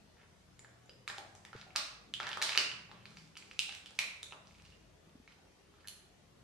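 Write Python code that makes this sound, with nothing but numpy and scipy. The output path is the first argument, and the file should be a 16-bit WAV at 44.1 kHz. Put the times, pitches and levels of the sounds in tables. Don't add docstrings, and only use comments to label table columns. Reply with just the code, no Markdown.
import sys
import numpy as np
from scipy import signal
from scipy.fft import rfft, irfft
from scipy.io import wavfile
from scipy.ndimage import uniform_filter1d

SR = 44100
rng = np.random.default_rng(int(sys.argv[2]) if len(sys.argv) > 2 else 0)


def master(y):
    cut = np.clip(np.atleast_2d(y).T, -1, 1)
    pcm = np.round(cut * 32767)
    wavfile.write(sys.argv[1], SR, pcm.astype(np.int16))


def invert_db(x):
    u = np.asarray(x, float) / 20
    return 10 ** u


N = 283646

# frequency in Hz, level in dB per Hz.
BACKGROUND_SPECTRUM = [(15, -45.5), (30, -20.5), (50, -10), (200, -8.5), (460, -11), (939, -17.5),
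                       (5910, -26), (13000, -38)]


def evened(x):
    return x / np.sqrt(np.mean(x ** 2) + 1e-20)


def read(points, hz):
    f, value = np.transpose(points)
    return np.interp(np.log(hz + 1), np.log(f + 1), value)


def add(mix, s, sound):
    part = mix[round(s * SR):][:len(sound)]
    part += sound[:len(part)]


def ring(db, hz, t60, count=1200):
    t = np.arange(count) / SR
    return invert_db(db - 60 * t / max(t60, 1e-3)) * np.sin(2 * np.pi * hz * t)


def band(x, low_hz, high_hz):
    return signal.sosfilt(signal.butter(2, [low_hz, high_hz], "band", fs=SR, output="sos"), x)


def rumble():
    # frequency in Hz, width in Hz, level in dB.
    room_modes = [(54, 5, -4), (84, 3.7, 0.5), (99, 5.15, -3.5), (120, 7.3, 0), (135, 6.6, -6.5),
                  (160, 5, 4), (183.4, 5.44, -1), (205.2, 7.5, 1)]
    # time in seconds, level in dB.
    swells = [(0, -69.5), (1.0, -70), (1.6, -66.5), (1.84, -71), (2.24, -63), (2.63, -67), (3.01, -61.5),
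              (3.5, -68), (4.2, -69.5), (4.62, -65), (5.28, -73), (6.3, -69.5)]
    # start in seconds, length in seconds, frequency in Hz, level in dB.
    drones = [(0.37, 0.86, 120, -69.5), (.9, 0.9, 99, -71.5), (2.944, 0.27, 160, -75),
              (4.405, 0.65, 54, -72), (4.507, 0.3, 84, -69), (1.7, .45, 54, -75)]
    hz, t = np.fft.rfftfreq(N, 1 / SR), np.arange(N) / SR
    a, b, c, d = rng.standard_normal((len(hz), 4)).T
    modes = invert_db(-6.5) + sum(invert_db(db) / (1 + (2 * (hz - f) / width) ** 2) for f, width, db in room_modes)
    left = a + 1j * b
    right = 0.79 * left + 0.63 * (c + 1j * d)
    z = np.array([left, right]) * modes * invert_db(read(BACKGROUND_SPECTRUM, hz))
    swell_s, swell_db = np.transpose(swells)
    out = evened(irfft(z * (hz < 90), N)) * invert_db(-73)
    out += evened(irfft(z * (hz >= 90) * (hz < 240), N)) * invert_db(np.interp(t, swell_s, swell_db))
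    for start, length, f, db in drones:
        swell = np.sin(np.pi * np.clip((t - start) / length, 0, 1)) ** .5
        out += invert_db(db + 3.5) * np.sin(2 * np.pi * f * t) * swell
    return out * invert_db(np.array([[1.2], [-1.2]]))


def air():
    # frequency in Hz, likeness from -1 to 1.
    likeness = [(60, 0.22), (180, 0.63), (530, 0.17), (1590, 0.12), (4750, 0.04), (14200, 0.099)]
    # frequency in Hz, level in dB rms.
    whine_tones = [(6150, -94)]
    frames, hz = N // 512 + 5, np.fft.rfftfreq(2048, 1 / SR)
    a, b, c, d, patches = rng.standard_normal((frames, 1025, 5)).T
    patches = evened(uniform_filter1d(uniform_filter1d(patches, 5, 0), 6, 1))
    same = np.clip(read(likeness, hz), -1, 1)[:, None]
    left = a + 1j * b
    right = same * left + np.sqrt(1 - same ** 2) * (c + 1j * d)
    passed = (hz >= 240) / (1 + (hz / 13200) ** 40)
    z = np.array([left, right]) * invert_db(read(BACKGROUND_SPECTRUM, hz)[:, None] + 2.4 * patches)
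    z *= passed[:, None]
    hiss = invert_db(-66.5) * evened(signal.istft(z, nperseg=2048, noverlap=1536)[1][:, :N])
    t = np.arange(N) / SR
    whine = sum(invert_db(db + 2) * np.sin(2 * np.pi * f * t) for f, db in whine_tones)
    return hiss * invert_db(np.array([[.6], [-.6]])) + whine


def thumps():
    # time in seconds, level in dB, frequency in Hz, ring in seconds.
    knocks = [
        (1.5505, -41, 440, .03),
        (1.557, -44, 122, .07),
        (5.072, -52, 207, .04),
        (5.154, -46, 257, .04),
        (5.2, -50, 242, .04),
    ]
    out = np.zeros(N)
    for s, db, hz, t60 in knocks:
        add(out, s, ring(db, hz, t60, count=4000))
    return out


def rustle():
    # start in seconds, length in seconds, level in dB, centre in Hz.
    slides = [(0.167, 0.091, -70.5, 1550), (1.54, 0.11, -61, 2740), (2.199, 0.15, -51.5, 1530),
              (2.41, 0.17, -52, 3500), (2.856, 0.25, -71.5, 2120), (3.025, 0.3, -71.5, 3670),
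              (3.333, 0.32, -68, 3480), (3.676, 0.066, -54.5, 2700), (4.422, 0.22, -73, 3470),
              (4.605, 0.19, -71.5, 2940), (5.271, 0.069, -72, 2980), (5.73, 0.14, -74.5, 2500)]
    out = np.zeros(N)
    for s, length, db, hz in slides:
        hit, size, sign = rng.random((20000, 3)).T[:, :round(length * SR)]
        height = invert_db(-4.5 * np.log(size + 0.0021))
        creases = (hit < 1500 / SR) * height * np.sign(sign - .5)
        sound = evened(band(creases, 0.64 * hz, 1.76 * hz))
        add(out, s, invert_db(db) * sound * signal.windows.tukey(len(hit), .6))
    return out


def bumps():
    # time in seconds, level in dB, frequency in Hz, ring in seconds.
    finger_bumps = [
        (0.891, -55.5, 515, 0.05),
        (1.181, -50, 780, 0.055),
        (1.667, -52, 750, 0.047),
        (1.761, -54, 850, 0.038),
        (3.688, -50.5, 800, 0.022),
    ]
    out = np.zeros(N)
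    for s, db, hz, t60 in finger_bumps:
        add(out, s, ring(db, hz, t60, count=4000))
    return out


def pings_and_ticks():
    # time in seconds, level in dB, frequency in Hz, ring in seconds.
    pings = [
        (0.5926, -38.5, 7170, 0.014),
        (0.8579, -52, 7100, 0.018),
        (0.8939, -40.5, 4950, 0.031),
        (2.575, -6, 2990, 0.0073),
        (3.1712, -38, 4650, 0.012),
        (4.2296, -22, 3720, 0.01),
        (4.6498, -44, 2820, 0.02),
        (4.7212, -46, 2820, 0.042),
    ]
    ticks = [
        (1.1797, -40, 4200, .006),
        (1.0775, -34, 1140, 0.014),
        (1.7583, -29.5, 1190, 0.011),
        (2.5752, -11.5, 4040, .0012),
        (3.9875, -34, 2500, .006),
        (4.332, -43, 1260, 0.008),
        (4.329, -40, 2700, 0.009),
        (5.8447, -47.5, 1660, .008),
        (5.853, -47.5, 1750, 0.011),
    ]
    out = np.zeros(N)
    for s, db, hz, t60 in pings:
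        add(out, s + 0.001212, ring(db - 9.5, hz, t60, count=2000))
    for s, db, hz, t60 in ticks:
        add(out, s + .0006, ring(db - 1, hz, t60))
    return out


def hollow():
    # time in seconds, level in dB, frequency in Hz, ring in seconds.
    swings = [
        (2.1385, -23, 3150, .006),
        (3.5921, -16, 2750, .006),
        (3.9893, -16, 2400, .007),
    ]
    out = np.zeros(N)
    for s, db, hz, t60 in swings:
        add(out, s, band(ring(db, hz, t60), .8 * hz, 1.35 * hz))
    return out


def toy_taps():
    # time in seconds, level in dB.
    taps = [
        (5.8741, -43.5),
        (5.8842, -39),
    ]
    # frequency in Hz, level in dB, t60 in seconds.
    toy_modes = [(1970, -12, .004), (3070, -4.5, 0.014), (3600, 1, 0.0036), (4300, 1.5, 0.012),
                 (5240, 0, 0.0026), (6150, -4.5, 0.011), (7240, -0.5, 0.0038), (8550, -5, .003),
                 (9500, -3, 0.0034), (10070, -0.5, 0.01), (11400, -7, .007), (13500, -17.5, .005)]
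    out = np.zeros(N)
    struck = band(sum(ring(db, hz, t60) for hz, db, t60 in toy_modes), 2600, 19000)
    for s, db in taps:
        add(out, s, invert_db(db) * struck)
    return out


def shell():
    return bumps() + band(pings_and_ticks() + hollow() + toy_taps(), 420, 22000)


def crack_shape():
    # frequency in Hz, level in dB.
    crack_spectrum = [(300, -65), (1000, -7), (2500, -15.5), (5000, 7), (8000, 4.5), (11000, -3.5),
                      (13500, -8), (15500, -20)]
    log_gain = np.log(invert_db(read(crack_spectrum, abs(np.fft.fftfreq(2048, 1 / SR)))))
    pulse = np.fft.ifft(np.exp(log_gain - 1j * signal.hilbert(log_gain).imag)).real[:600]
    return pulse / abs(pulse).max()


def snap_rows():
    # time in seconds, shell ring in dB, shell ring in Hz,
    # foil ring in Hz, foil ring in dB.
    glue_tears = [(0.856, -65, 860, 7010, -65), (1.077, -28.5, 2330, 3760, -27),
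                  (1.182, -47, 850, 3200, -33), (1.45, -42.5, 1920, 3580, -39),
                  (1.76, -21.5, 2660, 4330, -14), (2.138, -31, 3190, 3500, -30),
                  (2.2903, -36, 1740, 3200, -34), (2.372, -30, 1190, 3220, -33.5),
                  (2.4195, -30, 2212, 3900, -24), (2.4238, -24, 2240, 3970, -13),
                  (2.557, -33, 1220, 3500, -27), (3.372, -42, 3050, 4760, -32),
                  (3.5914, -32, 3300, 3750, -17), (3.749, -45, 2550, 3600, -32.5),
                  (3.859, -38, 3050, 3300, -37.5), (3.907, -64.5, 810, 3730, -44),
                  (3.952, -65, 2700, 5040, -43), (3.9893, -31, 2300, 3900, -14.5),
                  (4.2295, -50, 3700, 7800, -32), (4.598, -48.5, 2430, 4090, -58),
                  (4.621, -62, 1150, 4800, -50), (5.996, -57, 3070, 4330, -60)]
    folds = [(0.592, -50, 2080, 6840, -41), (1.099, -32.5, 1750, 3300, -35), (1.351, -64, 840, 6300, -38),
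             (1.613, -44, 2580, 3790, -40), (2.2008, -29.5, 1390, 3400, -28),
             (2.2077, -45, 2000, 3450, -28), (2.23, -36, 2300, 4600, -31), (2.268, -31, 1760, 3620, -27),
             (2.3153, -47.5, 1750, 3380, -25), (2.33, -37.5, 2600, 3200, -25),
             (2.416, -31.5, 1747, 4100, -18), (2.4924, -25, 2330, 3600, -18),
             (2.575, -15.5, 2840, 4460, -7.5), (2.914, -47, 1110, 3580, -40),
             (3.055, -41.5, 2440, 4200, -36.5), (3.17, -41.5, 2330, 4670, -40.5),
             (3.368, -39, 2400, 3100, -44), (3.693, -35.5, 2680, 3420, -34), (4.3225, -46, 1050, 2800, -36),
             (4.471, -53, 2800, 4400, -47), (4.65, -59, 2870, 4860, -52), (5.093, -70, 635, 3380, -54)]
    # time in seconds, shell ring in dB,
    # shell ring in Hz, foil ring below it in dB.
    shell_dents = [(0.169, -59, 1530, 8), (0.646, -45, 1660, 8), (0.894, -41, 2840, 5),
                   (1.094, -35, 1690, 13), (1.53, -38.5, 1410, 6), (1.627, -50, 1440, 21),
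                   (1.705, -44, 2350, 25), (1.755, -34, 1600, 12), (2.48, -33, 2900, 2),
                   (2.5205, -26, 2460, 8), (2.5312, -27, 2600, 1), (2.5503, -22, 2400, 8),
                   (2.715, -29, 2900, 28), (2.893, -55.5, 840, 1), (3.114, -53, 1330, 12),
                   (3.354, -40, 2880, 24), (3.424, -41.5, 2400, 10), (3.512, -36.5, 2500, 10),
                   (4.309, -45, 2660, 27), (4.509, -52, 2200, 13), (4.549, -49, 2366, 16.5),
                   (4.72, -57, 2910, 3.5), (5.276, -44, 2190, 5.5), (5.323, -51, 2980, 30),
                   (5.387, -65, 725, 1.5), (5.739, -58, 1300, 15), (5.786, -63, 1420, 14)]
    held_foil_hz = 3900
    tears = [(*row, row[-1] - 4) for row in glue_tears]
    creases = [(*row, row[-1] - 24) for row in folds]
    dents = [(s, db, hz, held_foil_hz, db - below_db, db - 25.5) for s, db, hz, below_db in shell_dents]
    return sorted(tears + creases + dents)


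def snaps(ring_db):
    rows = snap_rows()
    out, pulse = np.zeros(N), crack_shape()
    chance = rng.random((len(rows), 9, 3)).transpose(0, 2, 1)
    for (s, low_db, low_hz, high_hz, high_db, crack_db), (place, delay, size) in zip(rows, chance):
        snap = ring(low_db + ring_db, low_hz, 15 / low_hz)
        snap = snap + ring(high_db + ring_db - 4.5, high_hz, 17 / high_hz)
        snap = band(snap, 100, min(2.4 * high_hz, 19000))
        add(snap, 0, invert_db(crack_db - 0.5) * pulse)
        along = (np.arange(len(place)) + place) / len(place)
        spread_hz = .5 * low_hz * (3.03 * high_hz / low_hz) ** along
        outline = [(1.1 * low_hz, low_db - 11), (low_hz, low_db), (high_hz, high_db),
                   (1.8 * high_hz, high_db - 5.0)]
        spread_db = read(outline, spread_hz)
        for hz, db, late, small in zip(spread_hz, spread_db, delay, size):
            add(snap, 0.00026 * late, ring(db - 3.5 - 4 * small, hz, 12 / hz, count=500))
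        for late, small in zip(delay[:4], size):
            add(snap, .0016 * late, invert_db(crack_db - 2 - 12 * small) * pulse)
        add(out, s + .0008, band(snap, 0.58 * low_hz, 17000))
    return band(out, 220, 19000)


def room(directions):
    # delay in seconds, level in dB.
    echoes = [(.0022, -10.5), (.0075, -9.5), (0.0125, -14), (0.0218, -14.5), (.0285, -17.5)]
    # frequency in Hz, t60 in seconds.
    decay = [(250, 0.56), (700, 0.75), (1800, 0.65), (4500, .5), (8000, 0.48), (13000, 0.37)]
    # frequency in Hz, level in dB.
    tail_colour = [(300, -3), (1200, -1), (3000, -3.5), (6000, -2), (9000, 0), (13300, -6), (14100, -30)]
    # frequency in Hz, factor.
    shared_part = [(300, 2.36), (1000, 0.43), (3000, 0.26), (10000, 0.35)]
    out = np.zeros((2, N))
    slots = np.arange(100, SR - 20, 12)
    for x in directions:
        taps = np.zeros((3, SR))
        at = slots + rng.integers(0, 12, (3, len(slots)))
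        np.put_along_axis(taps, at, rng.choice([-1., 1.], at.shape), 1)
        hz, t, z = signal.stft(taps, SR, nperseg=256)
        z = z[:2] + read(shared_part, hz)[:, None] * z[2]
        fall_db = read(tail_colour, hz)[:, None] - 60 * t / read(decay, hz)[:, None]
        tail = signal.istft(z * invert_db(fall_db), SR, nperseg=256)[1]
        tail *= np.clip(np.arange(tail.shape[1]) / SR / 0.0061, 0, 1)
        tail *= invert_db(-0.5) / np.linalg.norm(tail, axis=1, keepdims=True)
        for delay, db in echoes:
            tail[[0, 1], round(delay * SR) + rng.integers(-9, 10, 2)] += invert_db(db - 2.0)
        out += signal.fftconvolve(x[None], tail, axes=1)[:, :N]
    return out / np.sqrt(len(directions))


def scene():
    steady = shell() + rustle()
    hands = steady + snaps(-0.12)
    hz = np.fft.rfftfreq(N, 1 / SR)
    shade = invert_db(read([(700, 0.85), (2500, -1.2)], hz)) ** np.array([[1], [-1]])
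    later = np.exp(-2j * np.pi * hz * np.array([[27e-6], [0]]))
    walls = room([steady + snaps(-0.6) for direction in range(3)])
    return irfft((rfft(hands) * later + rfft(walls)) * shade, N) + air() + rumble() + thumps()


def low_pass(x):
    return signal.sosfilt(signal.butter(12, 14770, fs=SR, output="sos"), x)


def record(dry):
    rolled = signal.sosfilt(signal.butter(6, 14000, fs=SR, output="sos"), dry)
    return low_pass(rolled)


dry = scene()
out = record(dry)
master(out)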